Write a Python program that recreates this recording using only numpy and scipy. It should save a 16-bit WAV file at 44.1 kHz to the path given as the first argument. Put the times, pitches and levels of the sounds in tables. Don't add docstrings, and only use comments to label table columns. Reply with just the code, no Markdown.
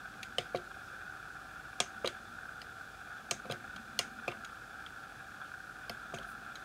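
import sys
import numpy as np
from scipy import signal
from scipy.fft import rfft, irfft
from scipy.io import wavfile

SR = 44100
rng = np.random.default_rng(int(sys.argv[2]) if len(sys.argv) > 2 else 0)


def voltage_ratio(decibels):
    exponent = np.asarray(decibels, float) / 20
    return 10 ** exponent


def to_wav(s):
    ch = np.atleast_2d(s).T
    pcm = np.round(np.clip(ch, -1, 1) * 32767)
    wavfile.write(sys.argv[1], SR, pcm.astype(np.int16))


N = 292824


def level(x, db):
    return x * voltage_ratio(db) / np.sqrt(np.mean(x ** 2))


def shaped(gain, count):
    hz = np.arange(count // 2 + 1) * SR / count + 1
    return irfft(rfft(rng.standard_normal(count)) * gain(hz), count)


def slope(points):
    hz, db = np.transpose(points)
    return lambda f: voltage_ratio(np.interp(np.log(f), np.log(hz), db))


def walk(rate_hz):
    wander = shaped(lambda f: 1 / (1 + (f / rate_hz) ** 2), N)
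    return wander / wander.std()


def add(out, start_s, y):
    i = int(start_s * SR)
    out[i:i + len(y)] += y[:N - i]


def background():
    # pitch_hz [Hz], density_db [dB per Hz]
    hiss_curve = [(25, -41), (45, -4.5), (65, -2.5), (120, -2), (300, -8), (600, -10.5), (1000, -15),
                  (2000, -19.5), (4000, -18.5), (8000, -24.5), (12000, -29.5), (16000, -35.5)]
    # start_s [s], hold_s [s], level_db [dB]
    swells = [
        (0.0, 0.4, -52.5),
        (1.95, 0.38, -55),
        (3.35, 1.0, -47.5),
        (6.087, .4, -53.5),
    ]
    rise_db_s, fall_db_s = 73, 46
    hiss = level(shaped(slope(hiss_curve), N), -57.5)
    drone = level(shaped(lambda f: 1 / (1 + ((f - 225) / 35) ** 2), N), -11.5)
    t = np.arange(N) / SR
    swell = np.zeros(N)
    for start_s, hold_s, db in swells:
        early_s = np.maximum(start_s - t, 0)
        late_s = np.maximum(t - start_s - hold_s, 0)
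        swell += voltage_ratio(db - rise_db_s * early_s - fall_db_s * late_s)
    return hiss + drone * swell


def fan():
    # pitch_hz [Hz], width_hz [Hz], level_db [dB]
    housing = [(754, 256, -8.5), (771, 47, -9), (1319, 435, -8), (1457, 360, 2), (1573, 217, -4.5),
               (1656, 220, -6), (2455, 610, -17.5), (3473, 510, -18.5)]
    # pitch_hz [Hz], wander_hz [Hz], level_db [dB]
    motor_tones = [(48, 1.55, -65), (201, 3.1, -76.5), (301.5, 3.05, -70.5), (770, 1.35, -62.5),
                   (1201, 2.48, -65.5), (1371, 4.04, -59.5), (1793, 3, -72)]
    flutter_db, gust_db, tone_sway_db = -1, 2.5, 2
    air, tones = np.zeros(N), np.zeros(N)
    for hz, width_hz, db in housing:
        band = shaped(lambda f: 1 / (1 + (2 * (f - hz) / width_hz) ** 2) ** 1.58, N)
        air += voltage_ratio(db + flutter_db * walk(1.6)) * band
    for hz, wander_hz, db in motor_tones:
        cycles = np.cumsum(hz + wander_hz * walk(3.94)) / SR
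        tones += voltage_ratio(db + tone_sway_db * walk(2.2)) * np.sin(2 * np.pi * cycles)
    return level(air * voltage_ratio(gust_db * walk(68)), -49) + tones


def brushes():
    # middle_s [s], level_db [dB], length_ms [ms], pitch_hz [Hz]
    rubs = [
        (.87, -68, 30, 5500),
        (5.459, -65, 22, 3000),
        (6.30, -64.5, 32, 9700),
        (6.305, -68, 23, 14000),
    ]
    out, count = np.zeros(N), 4096
    ms = np.linspace(-0.5, 0.5, count) * count / SR * 1000
    for middle_s, db, length_ms, hz in rubs:
        rub = shaped(lambda f: 1 / (1 + ((f - hz) / (0.17 * hz)) ** 2), count)
        add(out, middle_s - count / 2 / SR, level(rub, db) * np.exp(-(ms / length_ms) ** 2))
    return out


def room(x):
    # pitch_hz [Hz], level_db [dB]
    reflections = [(200, 0.5), (700, -5.5), (1500, 6), (3000, -7.5), (5000, -3), (6500, -1), (8600, 0),
                   (11000, -4), (16000, -6)]
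    t60_s, gap_ms = 0.19, 5.2
    t = np.arange(8192) / SR
    build = 1 - np.exp(-(t * 1000 / gap_ms) ** 2)
    tail = shaped(slope(reflections), len(t)) * 1000. ** (-t / t60_s) * build
    return signal.fftconvolve(x, tail * voltage_ratio(-11) / np.linalg.norm(tail))


def ring(modes, push, near_hz, favour_db, scatter_db, sustain):
    hz, db, t60_s = np.transpose(modes)
    level_chance, pitch_chance = rng.standard_normal((2, len(hz)))
    nearness = np.exp(-(np.log(hz / near_hz) / 0.18) ** 2)
    db = db + scatter_db * level_chance + favour_db * nearness
    t = np.arange(int(SR * t60_s.max() * sustain))[:, None] / SR
    side = (-1.) ** np.arange(len(hz))
    waves = np.sin(2 * np.pi * hz * (1 + 0.023 * pitch_chance) * t)
    body = waves * 1000. ** (-t / (t60_s * sustain)) @ (side * voltage_ratio(db))
    y = signal.fftconvolve(body, push)
    return y / np.abs(y).max()


def knocks():
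    # start_s [s], peak_db [dB], pitch_hz [Hz], desk_thump_db [dB re peak], lid_db
    # [dB re peak]
    landings = [(0.3837, -25.5, 620, -16, -10), (0.546, -22, 513, -17.5, -13), (0.573, -55, 350, -25, -4),
                (0.927, -57, 357, -10, -9), (1.802, -26.5, 715, -15.5, -1.5), (2.045, -24, 510, -23, -5.5),
                (2.073, -32, 530, -24, -6), (3.312, -30.5, 745, -12, -5), (3.453, -41, 770, -4.5, -2),
                (3.499, -29, 522, -8, -9.5), (3.519, -37, 706, -8, -6), (3.993, -31.5, 730, -16, -3),
                (4.2792, -27, 740, -15, -5.5), (4.321, -49, 713, -21, 9), (5.897, -34.5, 650, -10, -12),
                (6.137, -32, 690, -8, -8), (6.185, -44.5, 729, -16, -4)]
    # pitch_hz [Hz], level_db [dB], t60_s [s]
    case_modes = [(358.5, -5.5, 0.16), (395.6, 1, 0.05), (517, 8, 0.027), (604, 6, 0.011),
                  (593, -2.5, 0.01), (704.3, -0.5, 0.089)]
    lid_modes = [(934, -0.5, 0.04), (1034, -1.5, 0.069), (1204, 8.5, 0.042), (1620, 3, 0.027)]
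    desk_modes = [(111, -6, 0.22), (143, 0.5, 0.097), (219.8, -1.5, 0.15)]
    firm_db, firm_ring, ring_per_db = -35.5, 0.9, 0.5
    out, push = np.zeros(N), np.hanning(int(0.5 * SR / 1000))
    for s, db, hz, thump_db, lid_db in landings:
        sustain = firm_ring + ring_per_db * max(firm_db - db, 0)
        case = voltage_ratio(db) * ring(case_modes, push, hz, favour_db=5.5, scatter_db=2.5, sustain=sustain)
        case = signal.lfilter([1, -1], [1, -.988], case)
        lid = voltage_ratio(db + lid_db) * ring(lid_modes, push, hz, favour_db=0, scatter_db=1, sustain=1)
        desk = voltage_ratio(db + thump_db) * ring(desk_modes, push, hz, favour_db=0, scatter_db=2.5, sustain=1)
        add(out, s, case)
        add(out, s, lid)
        add(out, s, voltage_ratio(0.5) * room(case))
        add(out, s + 0.0031, desk)
    return out


def spray(rise_ms, chatter_ms):
    ms = np.arange(SR // 40) * 1000 / SR
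    shape = (1 - np.exp(-ms / rise_ms)) * np.exp(-ms / chatter_ms)
    return rng.standard_normal((3, len(ms))) * rng.random(len(ms)) ** 2.56 * shape


def even(x, order=16):
    r = np.correlate(x, x, "full")[len(x) - 1:][:order + 1]
    lags = np.abs(np.subtract.outer(np.arange(order), np.arange(order)))
    predictor = np.linalg.solve(r[lags], r[1:])
    return signal.lfilter(np.r_[1, -predictor], 1, x)


def click(out, s, db, bright_db, hz, top_db, ticks):
    # pitch_hz [Hz], level_db [dB], t60_s [s]
    panel_modes = [(1900, -6, 0.023), (2360, 4.5, 0.015), (2700, 1.5, 0.028), (3230, 7.5, 0.01),
                   (3930, 4.5, 0.013), (4270, 10.5, 0.0038), (5120, -6.5, 0.031)]
    dome_modes = [(6020, 2.5, 0.0047), (6750, -3, 0.0078), (6520, 4.5, 0.008), (8500, 0.5, 0.0054),
                  (8820, -4, 0.011)]
    edge_modes = [(9660, 2, 0.0024), (11000, -1.5, 0.0039), (12700, -0.5, 0.0022), (14700, -5.5, 0.0011)]
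    soft_below_db, soft_roll_off = -8.5, 0.61
    tilt = soft_roll_off * min(bright_db - soft_below_db, 0)
    parts = (panel_modes, db), (dome_modes, db + bright_db), (edge_modes, db + top_db)
    for (part_modes, part_db), tick in zip(parts, ticks):
        modes = [(f, g + tilt * max(np.log2(f / hz), 0), t60_s) for f, g, t60_s in part_modes]
        direct = voltage_ratio(part_db) * ring(modes, even(tick), hz, favour_db=8.0, scatter_db=3.5, sustain=0.91)
        blurred = ring(modes, [1.], hz, favour_db=3.0, scatter_db=1, sustain=.45)
        blurred = blurred * np.linalg.norm(direct) / np.linalg.norm(blurred)
        add(out, s, direct)
        add(out, s, room(blurred))


def releases():
    # start_s [s], slip_after_ms [ms], rebound_after_ms [ms], landing_db [dB], growth_db [dB per stage]
    let_go = [
        (0.5468, 11, 24.5, -36.5, -0.8),
        (2.0438, 12.8, 30, -33, 5),
        (3.496, 13.4, 24.6, -38, 6),
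    ]
    # bright_db [dB re peak], pitch_hz [Hz], chatter_ms [ms]
    stages = [
        (-18, 2360, 6.2),
        (-11, 3860, 3.3),
        (-11.5, 3800, 1.56),
    ]
    rattles = []
    for s, slip_ms, rebound_ms, db, growth_db in let_go:
        for k, ms in enumerate((0, slip_ms, rebound_ms)):
            rattles.append((s + ms / 1000, db + k * growth_db, *stages[k]))
    return rattles


def keys():
    # start_s [s], peak_db [dB], bright_db [dB re peak], pitch_hz [Hz], top_db [dB re peak]
    snaps = [
        (0.3829, -19, -11.5, 3060, -25),
        (1.8017, -18, 2, 3200, -23),
        (3.3098, -19.5, -0.5, 3900, -17),
        (3.9896, -16, -4.5, 4540, -15.5),
        (5.895, -28.5, -12, 3440, -11),
    ]
    # start_s [s], peak_db [dB], bright_db [dB re peak], pitch_hz [Hz], chatter_ms [ms]
    lone_rattles = [(0.1371, -48, -20, 2410, 2.5), (0.2289, -29.5, -11.5, 3340, 3.1),
                    (0.3344, -60, -13, 2570, 2.3), (2.616, -36.5, -14, 4500, 1.5),
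                    (3.4545, -46, -15, 2290, 2.7), (3.7604, -38, -14, 3760, 4.1),
                    (4.2772, -26.5, -19, 2600, 5.3), (4.3141, -39, -18, 2390, 3),
                    (4.319, -42, -23, 2720, 2.3), (4.4462, -37, -6.5, 3220, 3),
                    (4.554, -53, -16, 3350, 2.3), (4.8627, -36, -27, 3220, 1.4),
                    (6.139, -37.5, -7.5, 2860, 7), (6.1616, -46, -1, 2290, 2.3),
                    (6.1734, -45, -17, 2700, 2.5), (6.1847, -37.5, -12, 3230, 1.5),
                    (6.229, -46, -11, 3230, 2.8), (6.554, -37.5, -10.5, 3870, 2.9)]
    bounce_ms, bounce_db = 1.7, -7.5
    out = np.zeros(N)
    for s, db, bright_db, hz, top_db in snaps:
        chatter_ms = 3.27 + 0.07 * bright_db
        ticks = voltage_ratio(-7.5) * spray(0.11, chatter_ms)
        ticks[:, 0] = 1
        ticks[:, int(bounce_ms * SR / 1000)] += voltage_ratio(bounce_db)
        click(out, s + .0008, db, bright_db, hz, top_db, ticks)
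    for s, db, bright_db, hz, chatter_ms in sorted(list(lone_rattles) + releases()):
        edge_db = -13 + 0.49 * bright_db
        click(out, s, db, bright_db, hz, edge_db, spray(2.0, chatter_ms))
    return out


def scene():
    return (background() + fan() + brushes() + knocks() + keys())[None]


def top_cut(x):
    return signal.sosfilt(signal.butter(12, 16460, fs=SR, output="sos"), x)


def record(dry):
    bass = signal.butter(2, 42, "high", fs=SR, output="sos")
    top = signal.ellip(10, .1, 60, 15720, fs=SR, output="sos")
    return top_cut(signal.sosfilt(np.vstack([bass, top]), dry))


dry = scene()
out = record(dry)
to_wav(out)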